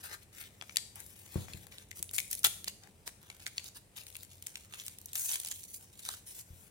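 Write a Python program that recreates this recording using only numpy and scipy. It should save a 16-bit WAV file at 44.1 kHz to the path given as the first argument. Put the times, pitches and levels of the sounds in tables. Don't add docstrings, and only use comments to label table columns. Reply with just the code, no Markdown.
import sys
import numpy as np
from scipy import signal
from scipy.fft import rfft, irfft
from scipy.io import wavfile
from scipy.ndimage import uniform_filter1d

SR = 44100
rng = np.random.default_rng(int(sys.argv[2]) if len(sys.argv) > 2 else 0)


def waveform_to_disk(signal):
    frames = np.transpose(np.atleast_2d(signal))
    scaled = np.clip(frames, -1, 1) * 32767
    samples = np.round(scaled).astype(np.int16)
    wavfile.write(sys.argv[1], SR, samples)


N = 295470
TIME = np.arange(N) / SR
TOP_HZ = 16000


def undb(db):
    return 10 ** (np.asarray(db) / 20)


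def unit(x):
    return x / np.sqrt(np.mean(x ** 2))


def butter(x, hz, kind, order=3):
    return signal.sosfilt(signal.butter(order, hz, kind, fs=SR, output="sos"), x)


def curves(table):
    times, *columns = np.transpose(table)
    return [np.interp(TIME, times, column) for column in columns]


def colour(x, points, size=2048):
    hz, db = np.transpose(points)
    bins_hz = np.fft.rfftfreq(size, 1 / SR)
    gain = undb(np.interp(np.log(bins_hz + 1), np.log(hz), db))
    cepstrum = irfft(np.log(gain))
    cepstrum[1:size // 2] *= 2
    cepstrum[size // 2 + 1:] = 0
    response = irfft(np.exp(rfft(cepstrum)))
    return signal.fftconvolve(x, response[None], axes=1)[:, :x.shape[1]]


def add(out, start_s, x):
    i = int(start_s * SR)
    out[:, i:i + x.shape[1]] += x[:, :N - i]


def stereo_noise(size, width):
    noise = rng.standard_normal((3, size))
    return (noise[0] + width * noise[1:]) / np.hypot(1, width)


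def place(x, pan_db, lag):
    left = np.pad(x[0], (max(lag, 0), 0))[:x.shape[1]]
    right = np.pad(x[1], (max(-lag, 0), 0))[:x.shape[1]]
    panned = np.array([left * undb(pan_db / 2), right * undb(-pan_db / 2)])
    return panned / np.sqrt(np.cosh(pan_db * np.log(10) / 10))


def background(rumble_trim_db=1, hiss_db=-70.0, width=0.33, mono_below_hz=110):
    # t/s, level/dB
    rumble_levels = [(0.0, -63.5), (1.31, -62.5), (1.51, -56.5), (1.81, -63), (2.44, -61), (3.36, -64),
                     (6.7, -64.5)]
    # f/Hz, level/dB
    rumble_eq = [(20, -35), (35, -17), (52, -5), (80, -6), (93, 3), (106, -4), (150, -9), (195, -8),
                 (250, -15), (480, -17), (650, -23), (1200, -36), (3000, -60)]
    hiss_eq = [(200, -5), (700, 5), (1300, -4), (2500, 1), (5000, -10.5), (8500, 0), (12000, -9),
               (16000, -15)]
    mid, side = rng.standard_normal((2, N))
    side = width * butter(side, mono_below_hz, "high", order=1)
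    rumble = unit(colour(np.array([mid + side, mid - side]), rumble_eq, size=8192))
    hiss = unit(colour(stereo_noise(N, width=2.6), hiss_eq))
    return rumble * undb(curves(rumble_levels)[0] + rumble_trim_db) + hiss * undb(hiss_db)


def room(x, t60_s=0.48, tail_db=-14, ceiling_s=0.014, ceiling_db=-17, build_s=0.011, size=30000):
    # f/Hz, level/dB
    tail_eq = [(100, -6), (500, 1), (1500, -3.5), (4000, -2), (9500, 1), (12000, -2.5), (16000, -3.5)]
    t = np.arange(size) / SR
    build_up = np.clip(t / build_s - .5, 0, 1)
    tail = rng.standard_normal((2, size)) * undb(-60 * t / t60_s) * build_up
    slap = rng.standard_normal((2, size)) * (t > ceiling_s) * np.exp(-np.abs(t - ceiling_s) / 0.0006)
    response = undb(tail_db) * unit(colour(tail, tail_eq)) + undb(ceiling_db) * unit(slap)
    return signal.fftconvolve(x, response / np.sqrt(size), axes=1)[:, :N]


def table_bumps(scatter=0.76, scatter_s=0.033, low_cut_hz=55, skew_rad=0.13, size=22050):
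    # t/s, peak level/dB, contact time/s
    hits = [(1.3575, -21, 0.00096), (1.545, -38, 0.0032), (1.612, -56, 0.005), (2, -44, 0.00071),
            (2.449, -45, .005), (6.503, -42.5, 0.03), (6.528, -51, 0.024)]
    # f/Hz, level/dB, t60/s, pan/dB
    modes = [(89.8, -1.5, 0.27, -4), (122.8, -3, 0.22, 9), (158, 1, 0.11, -4), (202, -3, 0.13, 4.5),
             (328, 0, 0.034, 12.5), (501, -20, 0.2, 5.5), (688, -24, 0.19, -2), (920, -18, 0.067, 8)]
    out, t = np.zeros((2, N)), np.arange(size) / SR
    side = np.array([[1], [-1]])
    ring = scatter * stereo_noise(size, width=1.8) * np.exp(-t / scatter_s)
    for hz, db, t60_s, pan_db in modes:
        envelope = undb(db - 60 * t / t60_s + side * pan_db / 2)
        ring += envelope * np.sin(2 * np.pi * hz * t + side * skew_rad)
    ring = butter(ring, low_cut_hz, "high")
    for start_s, db, contact_s in hits:
        push = t * np.exp(-2 * np.pi * t / contact_s)
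        thud = signal.fftconvolve(ring, push[None], axes=1)[:, :size]
        add(out, start_s, thud * undb(db) / np.abs(thud).max())
    return out


def finger_hollows(x):
    # start/s, stop/s, f/Hz, bandwidth/Hz, gain/dB
    cavities = [(0, 0.193, 1730, 460, -1.5), (0.32, 0.492, 1700, 550, 15), (2.42, 2.52, 1320, 160, 8),
                (3.037, 3.116, 776, 159, -11.5), (3.45, 3.483, 1490, 450, 1.5),
                (4.702, 4.791, 1210, 497, 7), (6.057, 6.168, 1320, 258, 6)]
    out = np.zeros_like(x)
    for start_s, stop_s, hz, width_hz, db in cavities:
        held = uniform_filter1d(1. * ((TIME > start_s) & (TIME < stop_s)), size=600)
        out += undb(db) * signal.lfilter(*signal.iirpeak(hz, hz / width_hz, fs=SR), x * held)
    return out


def paper(x, low_db, treble_db, low_hz=1750, high_hz=6500):
    # f/Hz, level/dB
    sheet_eq = [(100, -50.5), (350, -6), (550, -9.5), (820, -3), (1080, -6.5), (1350, -4), (2200, 1),
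                (2900, 3.5), (3700, 6), (5000, 1.5), (8000, 1.5), (10000, 0.5), (12000, 0), (16000, -4)]
    x = colour(x, sheet_eq)
    bands = [butter(x, low_hz, "low"), butter(x, [low_hz, high_hz], "band"), butter(x, high_hz, "high")]
    gains = [undb(low_db), 1, undb(treble_db)]
    power = sum(gain ** 2 * np.mean(band ** 2) for gain, band in zip(gains, bands))
    return sum(gain * band for gain, band in zip(gains, bands)) / np.sqrt(power)


def sheet_resonances(x, depth=1.11, ring_s=0.0031, hold_s=.06, size=400):
    hop = int(hold_s * SR)
    padded = np.pad(x, ((0, 0), (hop, 2 * hop + size)))
    out, fade = np.zeros_like(padded), signal.windows.hann(2 * hop, sym=False)
    rings = rng.standard_normal((N // size, size)) * np.exp(-np.arange(size) / (ring_s * SR))
    for i, ring in zip(range(0, N + hop, hop), rings):
        response = depth * ring / np.linalg.norm(ring)
        response[0] += 1
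        grain = padded[:, i:i + 2 * hop] * fade
        out[:, i:i + 2 * hop + size - 1] += signal.fftconvolve(grain, response[None], axes=1)
    return out[:, hop:hop + N] / np.hypot(1, depth)


def finger_strokes(attack_s=0.016, release_s=0.0088, waver_db=2, waver_per_s=47):
    # start/s, length/s, level/dB, swell/dB, low-mids/dB, treble/dB, pan/dB, rub-to-crackle ratio
    strokes = [(0, 0.014, -53.5, 2, 1, 0, 1, 1.9), (0.033, .04, -44.5, -4, 3, 1, 1.5, 1.9),
               (0.082, 0.068, -49, 4, 5, -1.5, 1.5, 0.95), (0.216, 0.012, -53.5, 0, 0, -2, 2.5, 1.2),
               (0.328, 0.092, -52.5, 9, -2, 6, 1.5, 0.68), (0.428, 0.04, -55, 2, -9, 3, 0, .8),
               (0.5, .1, -65, 1, 10, -2, 1, 0.77), (0.628, 0.13, -57.5, 5, 0, 5, -2.5, 0.92),
               (0.955, 0.064, -52, -8, 9.5, 1, 5.5, 1.4), (1.021, .11, -55, 3, 0, 7, 2, 0.78),
               (1.148, .19, -55.5, 3.5, 1, 2.5, 2, 1.06), (1.334, .31, -53.5, -5, 3.5, -0.5, 3.5, 1.45),
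               (1.713, 0.12, -55, -5, 5.5, -1.5, 1, 1.3), (1.954, 0.041, -47, 0.5, 0, 7, -1.5, 0.92),
               (2.136, 0.067, -40.5, -8, -6, 8, 2, .55), (2.207, .09, -51, 2, 0, 14, -7, 0.49),
               (2.299, 0.04, -39, 7, -10, 6.5, -3.5, 0.4), (2.363, 0.024, -45.5, 3, -12, 8, 1, .5),
               (2.669, 0.028, -42, -8, -10, -1, 7, 0.79), (2.828, 0.046, -59.5, -8, 12.5, -6, 4, 0.54),
               (3.065, 0.02, -41, -3, 2.5, 3, -4.5, 1.4), (3.218, 0.17, -59.5, -0.5, 6.5, 0, -1, 0.39),
               (3.399, 0.042, -52.5, 0, 2, -1, 0, .45), (3.462, 0.016, -46.5, -7.5, -2, 2.5, 1, 0.54),
               (3.498, .075, -61, 7, 1, 0, 3, .45), (3.57, .035, -54, -8, 5, 4, -1, 0.47),
               (3.631, .052, -50, 4, -2, 2, -4, 0.68), (3.751, 0.027, -44, -5, 2, 2, -3.5, 0.47),
               (3.96, 0.065, -50, -2, -3, -1, 2, 0.33), (4.024, 0.22, -57, 6, -1.5, 3, 1, 0.55),
               (4.293, 0.16, -59.5, -10.5, -9, 1.5, 0, 0.21), (4.472, .18, -57.5, -0.5, 1, 2, -3, 0.51),
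               (4.699, 0.13, -51, 5, -3.5, 1, -2.5, 0.5), (4.834, 0.1, -52, -4, -11, 6, 0, 0.5),
               (4.943, 0.28, -57.5, 12, -5, 1.5, -1.5, 0.29),
               (5.148, 0.17, -38, -1.5, -3, 11.5, -0.5, 1.15),
               (5.285, 0.084, -34.5, -7, -6.5, 2.5, -3.5, 0.78), (5.37, 0.18, -46, -0.5, -5, 5, -2, 0.28),
               (5.544, 0.11, -47, -7, -16, 7.5, -3, 0.5), (5.677, 0.093, -47.5, 0.5, -14, 10, -3, 0.53),
               (5.795, 0.049, -51.5, 4, 2, 4, -2, 1), (5.871, .1, -62.5, 2, 0, 3.5, -2, 0.69),
               (5.976, 0.027, -51.5, 0.5, 0, 4.5, 0, .6), (6.022, 0.12, -43.5, 1, -5.5, 3.5, -2.5, 1.06),
               (6.164, 0.023, -50, -4, 0, 4, -0.5, 0.71), (6.261, 0.15, -47.5, 0, -3, 6.5, -2, 0.96),
               (6.458, 0.22, -60, 5.5, 5, 5, 2.5, 2.1)]
    # level/dB, low-mids/dB, treble/dB, pan/dB, rub-to-crackle ratio
    grip = (-69.5, 6.5, 0, 0, 0.8)
    power = np.full(N, undb(grip[0]) ** 2)
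    weighted_tone = np.outer(grip[1:], power)
    for start_s, length_s, db, swell_db, *tone in strokes:
        t = TIME - start_s
        attack = np.clip(t / attack_s + .5, 0, 1)
        level = undb(db + swell_db * (np.clip(t / length_s, 0, 1) - .5))
        release = np.exp(-np.clip(t - length_s, 0, 1) / release_s)
        stroke_power = (level * attack * release) ** 2
        power += stroke_power
        weighted_tone += np.outer(tone, stroke_power)
    uneven_pull = np.interp(TIME * waver_per_s, np.arange(N), rng.standard_normal(N))
    return [10 * np.log10(power) + waver_db * uneven_pull, *(weighted_tone / power)]


def fibres(db, low_db, treble_db, pan_db, rub, breaks_per_s, scatter_db, grain_s):
    breaks = rng.random(N) < breaks_per_s / SR
    strength = undb(scatter_db * np.minimum(rng.exponential(size=N), 3.4))
    power = signal.lfilter([1], [1, -np.exp(-2 / (grain_s * SR))], breaks * strength ** 2) + 1e-9
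    power /= uniform_filter1d(power, size=1536)
    envelope = np.sqrt((power + rub ** 2) / (1 + rub ** 2))
    crackle = paper(stereo_noise(N, width=1.0) * envelope, low_db, treble_db)
    return place(crackle * undb(db), pan_db, lag=9)


def small_creases(handling, count=130, over_db=8, spread_db=3, rub_db=-8, low_hz=4910, high_hz=13500):
    cues = []
    for when, facet, strength, side in rng.random((count, 4)):
        i = int(when * N)
        db, low_db, treble_db, pan_db, rub = (envelope[i] for envelope in handling)
        db += over_db + spread_db * (2 * strength - 1)
        db += rub_db * rub
        hz = low_hz + facet * (high_hz - low_hz)
        cues.append((i / SR, db, hz, low_db, treble_db, pan_db + 10 * (side - .5)))
    return cues


def crease_snaps(handling, flutter_s=0.0043, facet_s=0.0018, overtone=2.5, trim_db=1, size=1024):
    # t/s, level/dB, facet f/Hz, low-mids/dB, treble/dB, pan/dB
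    creases = [(0.132, -42, 7650, 7, 4, 8), (0.1378, -43, 11600, -15, 4, 8),
               (0.1478, -47.5, 1680, -7, 9, 0.5), (0.6121, -36, 3340, -0.5, -17, 8),
               (0.6229, -37.5, 3300, 8, -2, 10.5), (0.6948, -40, 2300, 5, -12, 8),
               (0.7593, -34, 2860, -26, 3, 5), (0.7693, -20, 4760, -10, 0.5, 3.5),
               (0.9569, -42.5, 8700, -12, 6, -4), (1.003, -42, 8950, -11, 8.5, 1.5),
               (1.0632, -47, 11200, 5, 16, 8), (1.3428, -44, 7960, 6, 1, 8), (1.4834, -46, 710, 7, -18, 8),
               (1.5348, -41.5, 2650, -22, -3, 1), (1.668, -46.5, 9800, 7, -3, 8),
               (1.722, -48.5, 2400, -17, -11, 4), (1.7831, -43.5, 3870, -13, 1, 0),
               (1.9098, -42, 7650, -17, 3, -8), (1.914, -39, 2050, -21, -3, 8),
               (2.0269, -30, 9900, -3, 9, -0.5), (2.092, -45.5, 3560, -18, -5, -1),
               (2.1117, -43.5, 13500, 7, 13, -1), (2.134, -42, 10500, -12, 9, 6),
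               (2.1383, -35.5, 9500, 7, 11.5, 8), (2.145, -37, 13400, -12, 15, -1),
               (2.1823, -25.5, 9960, -8, 1.5, 4.5), (2.186, -24.5, 2210, -25, -6, 8.5),
               (2.1935, -34, 8700, -26, 18, 0), (2.2013, -33.5, 5500, -20, 4, -7),
               (2.3113, -36, 10300, -14, 15, 3), (2.3294, -29.5, 9100, -11, 7, 4),
               (2.3514, -35, 10700, -23, 11, -1), (2.392, -39.5, 9900, -20, 22, 2),
               (2.4326, -37, 9300, -8, 6, -6), (2.4442, -19, 9700, 0, 9, 3.5),
               (2.4477, -19, 3500, -0.5, -13, 2.5), (2.4527, -23, 7050, 0, 8, -6),
               (2.4597, -23, 9200, -2, 5, 8), (2.4658, -29.5, 8900, -5, -5, -10.5),
               (2.4682, -27, 9900, -1, 8, 0.5), (2.6433, -35.5, 9400, -18, 3, -5),
               (2.6778, -33.5, 4620, 4, -8, -6.5), (2.6814, -30, 4850, -14, 4.5, -2.5),
               (2.8359, -50, 5360, -4, 1.5, 5), (3.0765, -33.5, 9000, 5, -6, 7),
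               (3.3005, -41, 2270, 1.5, -4, 2), (3.4651, -33, 2180, -5, -5, -2.5),
               (3.5809, -29.5, 4500, -20, -11, 2), (3.643, -46, 10200, 5, 5.5, -1),
               (3.9708, -42, 12900, -1, 9, 6), (3.9858, -45, 9000, -14, 2, 8),
               (4.0671, -44.5, 9450, -16, 0, 3), (4.1017, -48, 12500, -19, 1, 6),
               (4.154, -42.5, 2680, -19, -1, 2), (4.1663, -40.5, 10950, -19, 8, -1),
               (4.2318, -41.5, 11400, -24, 5, 8), (4.4244, -43, 12300, -27, 4, 0),
               (4.4645, -43.5, 9500, -14, 5, 0), (4.4686, -34.5, 8560, -21, 8, -1),
               (4.5562, -37, 2880, -8, -2.5, 1.5), (4.7375, -41.5, 2700, 3, -3, -0.5),
               (4.7988, -41.5, 6040, -18, -2, 1), (4.8643, -39, 8900, -17, 10, 0),
               (4.8814, -36.5, 9070, -9, 4, -3), (4.9856, -43.5, 12400, -22, 7.5, -3),
               (5.0146, -47, 12800, 1, 14, -4.5), (5.0583, -39.5, 13000, -23, 20, -1.5),
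               (5.132, -38, 12800, -28, 8, 0), (5.155, -30, 13500, -7, 2.5, -1),
               (5.1592, -35, 6100, -7, -5, 8), (5.178, -35.5, 12800, -11, 10, 3),
               (5.1954, -32, 13500, 6, 15, 8), (5.238, -38, 10300, -9, 22, 9),
               (5.3218, -32.5, 10600, -11, 23, -1), (5.3335, -33, 10300, -10, 4, -1),
               (5.3425, -33.5, 9100, -1, 12, 5), (5.4003, -33, 9550, -6, 7.5, -2.5),
               (5.4479, -36, 10100, -5, 0, -1), (5.4754, -40.5, 8600, -24, -1, -2),
               (5.4857, -41, 10300, 0, 1, -1), (5.516, -36, 7340, -9, 0.5, -4),
               (5.5234, -38.5, 7040, -17, 4, -4), (5.6386, -42, 8850, -14, 12, -5),
               (5.9932, -44.5, 3940, -7, 6, -5), (6.0512, -41.5, 8440, -16, 0, -1),
               (6.0885, -30, 3980, 6.5, 4.5, -1), (6.1386, -44.5, 9000, 8, -12, -5.5)]
    out, t = np.zeros((2, N)), np.arange(size) / SR
    crack = 1.3 * np.exp(-t / .00022) + np.exp(-t / .0013)
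    flutter = 0.38 * np.exp(-t / flutter_s)
    snap_gain = np.sqrt(.004 * SR / size)
    for start_s, db, hz, low_db, treble_db, pan_db in creases + small_creases(handling):
        burst = stereo_noise(size, width=0.58) * (crack + flutter)
        burst = butter(burst, np.clip(2 * hz, 11500, 19000), "low")
        ring = np.sin(2 * np.pi * hz * t)
        if overtone * hz < TOP_HZ:
            ring += 0.21 * np.sin(2 * np.pi * overtone * hz * t)
        snap = snap_gain * paper(burst + ring * np.exp(-t / facet_s), low_db, treble_db)
        shade_db = np.clip(pan_db, -8, 8)
        add(out, start_s, undb(db + trim_db) * place(snap, shade_db, lag=int(rng.normal(9, 2))))
    return out


def seam_rip():
    # t/s, level/dB, low-mids/dB, treble/dB, pan/dB
    tear = [(2.441, -20, 0, -9, 16), (2.443, -21, -30, 9, -3), (2.449, -22, -26, 5, -5.5),
            (2.457, -26, -28, -2, -1), (2.470, -30.5, 4, 6, -4), (2.476, -37, -18, 8, -5),
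            (2.50, -72, -9.5, -2, 3)]
    tearing = (TIME > tear[0][0]) & (TIME < tear[-1][0])
    return tearing * fibres(*curves(tear), rub=.9, breaks_per_s=1500, scatter_db=2.5, grain_s=.0008)


def scene():
    handling = finger_strokes()
    crinkle = fibres(*handling, breaks_per_s=950, scatter_db=4.8, grain_s=.0005)
    rip = seam_rip()
    packet = crease_snaps(handling) + sheet_resonances(crinkle + rip)
    near = packet + finger_hollows(packet) + table_bumps()
    return near + room(near) + background()


def record(dry):
    # f/Hz, left minus right/dB
    port_tilt = [(400, 0.5), (1300, 2), (2500, 6), (4000, -2), (5600, -3), (7000, 0.5), (9000, 4.5),
                 (10300, 4), (12000, 3.5), (15500, 8)]
    left = colour(dry[:1], [(hz, db / 2) for hz, db in port_tilt])
    right = colour(dry[1:], [(hz, -db / 2) for hz, db in port_tilt])
    high_cut = signal.ellip(10, .2, 70, TOP_HZ, fs=SR, output="sos")
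    return signal.sosfilt(high_cut, np.vstack([left, right]))


dry = scene()
out = record(dry)
waveform_to_disk(out)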